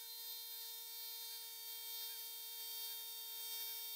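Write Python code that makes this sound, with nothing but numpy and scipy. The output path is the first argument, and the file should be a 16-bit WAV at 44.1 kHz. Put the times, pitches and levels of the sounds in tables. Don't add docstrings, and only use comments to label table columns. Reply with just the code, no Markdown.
import sys
import numpy as np
from scipy import signal
from scipy.fft import rfft, irfft, next_fast_len
from scipy.io import wavfile
from scipy.ndimage import uniform_filter1d, map_coordinates

SR = 44100
rng = np.random.default_rng(int(sys.argv[2]) if len(sys.argv) > 2 else 0)


def to_wav(sig):
    pcm = np.clip(np.atleast_2d(sig), -1, 1) * 32767
    pcm = np.round(pcm).astype(np.int16)
    wavfile.write(sys.argv[1], SR, pcm.T)


N = 174195
T = np.arange(N) / SR


def spindle(tooth_phase, loud_db):
    # multiple, level_db, drift_db_per_s
    quiet_teeth = [(1, -73.5, 0), (2, -69.5, 0), (3, -79.5, 0), (4, -76.5, -1), (6, -79, 1.5),
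                   (13, -70, 0.4), (14, -69.5, 0), (15, -77.5, -3), (16, -74, 0), (17, -72.5, -0.5),
                   (18, -67.5, .5), (19, -71, 0), (20, -70.5, 0), (21, -76, 0), (22, -71, -0.5),
                   (23, -83, -2.5), (24, -68.5, -0.5), (25, -77, 1.5), (26, -70, -2), (27, -73, -2.5),
                   (28, -82.5, 3.5), (29, -71.5, -5), (30, -71, -1), (31, -73.5, 1), (32, -75, -0.5),
                   (33, -77, 3.5)]
    loud_multiples = [5, 7, 8, 9, 10, 11, 12]
    teeth_per_turn, runout_db = 10, -28.5
    overtones = [(k, db + drift * (T - T.mean())) for k, db, drift in quiet_teeth]
    overtones += zip(loud_multiples, loud_db)
    out = 0
    for k, db in overtones:
        level_db = db + (.3 + .09 * k) * wobble(per_s=9)
        smear_rad = .36 * k ** 2 + .05 * k * rng.normal()
        phase = k * tooth_phase + smear_rad + .016 * k * wobble(per_s=40)
        runout = tone(phase + tooth_phase / teeth_per_turn, level_db + runout_db)
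        out += tone(phase, level_db) + runout
    return out


def rotor(rise_db):
    # time_s, rate_hz
    speed = [(0, 370.1), (.15, 370.1), (.3, 369.6), (.5, 369.05), (.8, 368.85), (1.5, 368.65),
             (2.05, 368.6), (2.3, 368.3), (2.55, 368.45), (2.75, 368.05), (3.05, 368.25), (3.6, 368.25),
             (3.8, 368.05), (3.95, 368.1)]
    # multiple, level_db
    partials = [(12, -86), (15, -81), (20, -82), (23, -82), (24, -79), (27, -77), (28, -82), (30, -79),
                (31, -77), (34, -81), (35, -74), (36, -65), (37, -57), (38, -66), (39, -69), (40, -76),
                (40.57, -69), (41, -68), (41.58, -73), (42, -65)]
    rotor_phase = turns(curves(speed)[0])
    gain_db = .3 + rise_db + .5 * (T - T.mean())
    out = 0
    for k, db in partials:
        phase = k * rotor_phase + .6 * k ** 2 + .28 * wobble(per_s=45)
        out += tone(phase, db + gain_db + .9 * wobble(per_s=13))
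    return out


def steppers():
    # [(multiple, level_db)]
    axes = [(.345, 4, 0, [(1, -73), (2, -95), (3, -85), (4, -82)]), (.545, 3, 2.5, [(1, -82), (2, -76.5),
            (3, -81.5), (4, -88), (10, -83)])]
    # frequency_hz, gain_db
    frame = [(300, -45), (520, -28), (560, -19), (600, -10), (650, -19), (720, -21), (810, -18), (900, -32),
             (1300, -26), (1480, -11), (1620, 0), (1750, 3), (1900, -2), (2100, -12), (2430, 3), (2700, -9),
             (3150, 3), (3300, 2), (4000, -22)]
    start_s, lap_s, top_step_hz = .24, .7875, 810
    out = 0
    for full_speed_s, direction_db, braking_db, overtones in axes:
        angle = 2 * np.pi * (T - full_speed_s) / lap_s
        velocity = np.cos(angle)
        phase = turns(top_step_hz * np.abs(velocity))
        bright_db = direction_db * np.sign(velocity)
        steps = sum(tone(k * phase, db + (k > 1) * bright_db) for k, db in overtones)
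        braking = np.sin(2 * angle)
        out += steps * amp(braking_db * braking + 2 * wobble(per_s=14))
    return filtered(out * (T > start_s), lambda hz: amp(along(frame, hz)))


def plunge():
    # start_s, end_s, pitch_hz, level_db
    moves = [(0, 0.085, 1550, -75), (0.094, .25, 2035, -80)]
    fade_s = .013
    out = 0
    for start_s, end_s, hz, db in moves:
        envelope = np.clip(np.minimum(T - start_s, end_s - T) / fade_s, 0, 1)
        out += tone(2 * np.pi * hz * T, db) * envelope
    return out


def cutter_tick():
    # start_s, pitch_hz, level_db, t60_s
    contact = (.099, 4680, -54, .035)
    start_s, hz, db, t60_s = contact
    age_s = np.clip(T - start_s, 0, None)
    attack = 1 - np.exp(-age_s / .00067)
    return tone(2 * np.pi * hz * age_s, db - 60 * age_s / t60_s) * attack


def hiss(tooth_phase):
    # frequency_hz, density_db (power per hertz)
    spectrum = [(25, -137), (100, -135.5), (250, -129), (420, -121), (520, -128), (620, -131), (720, -128),
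                (850, -119), (1150, -119), (1500, -110), (2000, -107), (2600, -108), (3100, -101),
                (4000, -103), (5000, -100), (5800, -96.5), (6100, -103), (7000, -99), (7600, -103),
                (9300, -95), (10100, -101), (11000, -99), (11800, -95), (12500, -100), (13000, -94.5),
                (13700, -91.5), (14500, -94.5), (15500, -94.5)]
    return noise(spectrum, patchy_db=1.2) * (1 + .22 * np.cos(tooth_phase))


def housing():
    # pitch_hz, level_db
    hums = [(381, -99), (761.5, -102), (998, -102), (1524, -90), (1922, -97), (2051, -93.5), (2676, -90.5),
            (4398, -82.5), (5076, -81), (5259, -81), (5351, -80), (5550, -80.5), (5760, -86), (8005, -80),
            (9442, -79)]
    out = 0
    for hz, db in hums:
        phase = 2 * np.pi * hz * T + 2.3 * wobble(per_s=12)
        out += tone(phase, db + 3 * wobble(per_s=3.6))
    return out


def amp(db):
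    return 10 ** (np.asarray(db) / 20)


def along(points, hz):
    point_hz, values = np.transpose(points)
    return np.interp(np.log(hz + 1), np.log(point_hz + 1), values)


def curves(rows):
    time_s, *columns = np.transpose(rows)
    return [np.interp(T, time_s, column) for column in columns]


def wobble(per_s):
    knots = rng.standard_normal(400)
    coarse_s = T[::64]
    return np.interp(T, coarse_s, map_coordinates(knots, [coarse_s * per_s], mode="wrap"))


def filtered(x, response):
    size = next_fast_len(N + SR // 2)
    gain = response(np.fft.rfftfreq(size, 1 / SR))
    return irfft(rfft(x, size) * gain, size)[..., :N]


def turns(hz):
    return 2 * np.pi * np.cumsum(hz) / SR


def tone(phase, db):
    return np.sqrt(2) * amp(db) * np.sin(phase)


def noise(spectrum, patchy_db):
    cells = signal.stft(rng.standard_normal(N), nperseg=512)[2]
    patches = uniform_filter1d(rng.standard_normal(cells.shape), 6, axis=0)
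    patches = uniform_filter1d(patches, 10, axis=1)
    patchy = signal.istft(cells * amp(patchy_db * patches / patches.std()), nperseg=512)[1][:N]
    return filtered(patchy, lambda hz: amp(along(spectrum, hz)) * np.sqrt(SR / 2))


def scene():
    # time_s, machine_db, whistle_db (only its swing counts), seven overtone_db over the mean machine_db
    balance = [(0.0, -48.5, -15.5, -21, -24, -11.5, -21, -15.5, -16, -28),
               (0.13, -51, -16, -26, -18.5, -9, -1, -15.5, -27, -18),
               (0.21, -49.5, -13, -31.5, -20, -12.5, -12, -13, -9, -27.5),
               (0.3, -48.5, -11, -24.5, -22, -11.5, -7.5, -19.5, -16, -24.5),
               (0.45, -50, -11.5, -26, -15.5, -9.5, -7.5, -6.5, -18, -24),
               (0.51, -49.5, -8.5, -19.5, -19, -10, -7.5, -19.5, -12, -34),
               (0.64, -48.5, -12.5, -32, -19, -13.5, -8.5, -11.5, -19, -15),
               (0.69, -47, -15, -26, -17, -10.5, -13, -12, -19, -23),
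               (0.79, -48.5, -15.5, -29, -23, -12, -13.5, -26.5, -23.5, -21),
               (0.85, -49, -14.5, -23, -20.5, -12, -14, -15, -18, -19),
               (1.02, -48.5, -9, -21.5, -17, -12.5, -10, -10.5, -21, -19),
               (1.2, -47, -13.5, -25, -21, -8.5, -10, -13, -16.5, -21),
               (1.36, -47, -16.5, -23.5, -17.5, -15, -13.5, -10.5, -17, -25),
               (1.51, -49, -15, -22.5, -22, -11.5, -19, -10.5, -18.5, -16),
               (1.64, -49, -14.5, -22.5, -14.5, -12, -21, -10.5, -24, -23),
               (1.72, -47, -5.5, -20.5, -15, -10.5, -14, -18, -21, -27),
               (1.78, -48, -15.5, -20, -13, -11, -17, -9, -24, -17),
               (1.89, -46.5, -10.5, -21.5, -18, -12, -17.5, -14, -27, -24),
               (1.98, -46.5, -10.5, -22.5, -12.5, -8, -13.5, -10, -16, -15),
               (2.21, -47, -12, -23, -17.5, -13.5, -19.5, -13.5, -18, -24),
               (2.38, -50, -10, -23.5, -13, -10.5, -15, -10.5, -20.5, -23),
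               (2.52, -47.5, -13, -24.5, -15.5, -11, -20.5, -12.5, -22.5, -21),
               (2.86, -45.5, -11, -25, -15, -10, -16, -11.5, -19.5, -16.5),
               (2.99, -47, -12, -25.5, -14.5, -8, -21.5, -11.5, -26.5, -22),
               (3.28, -48, -13.5, -29, -16, -11, -22, -12.5, -25.5, -21),
               (3.57, -44, -12.5, -20.5, -15, -8.5, -21.5, -12.5, -18, -15.5),
               (3.81, -46.5, -10.5, -20.5, -17.5, -13.5, -22, -14, -21.5, -17),
               (3.9, -48.5, -9, -21.5, -11.5, -1.5, -19, -7.5, -30, -12),
               (3.95, -48, -14, -23, -20, -16, -21, -14, -19, -21)]
    # time_s, rate_hz
    tooth_rate = [(0, 457.15), (.55, 457.05), (.85, 457.6), (1.2, 457.4), (1.6, 457.1), (1.85, 457.4),
                  (2.4, 457.35), (2.65, 457.1), (3.05, 457.65), (3.45, 457.25), (3.95, 457.15)]
    settle_s, hiss_share = .14, .69
    machine_db, *tones_db = curves(balance)
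    mean_db = machine_db.mean()
    whistle_db, *overtones_db = uniform_filter1d(np.array(tones_db), round(settle_s * SR))
    tooth_phase = turns(curves(tooth_rate)[0])
    whine = spindle(tooth_phase, np.add(overtones_db, mean_db))
    drive = whine + rotor(whistle_db - whistle_db.mean()) + housing()
    swell_db = machine_db - mean_db + .45 * wobble(per_s=26)
    motors = amp(swell_db) * (drive + steppers() + plunge())
    mill = motors + amp(hiss_share * swell_db) * hiss(tooth_phase) + cutter_tick()
    return np.array([mill, mill])


def record(dry):
    return filtered(dry, lambda hz: hz < 15730)


dry = scene()
out = record(dry)
to_wav(out)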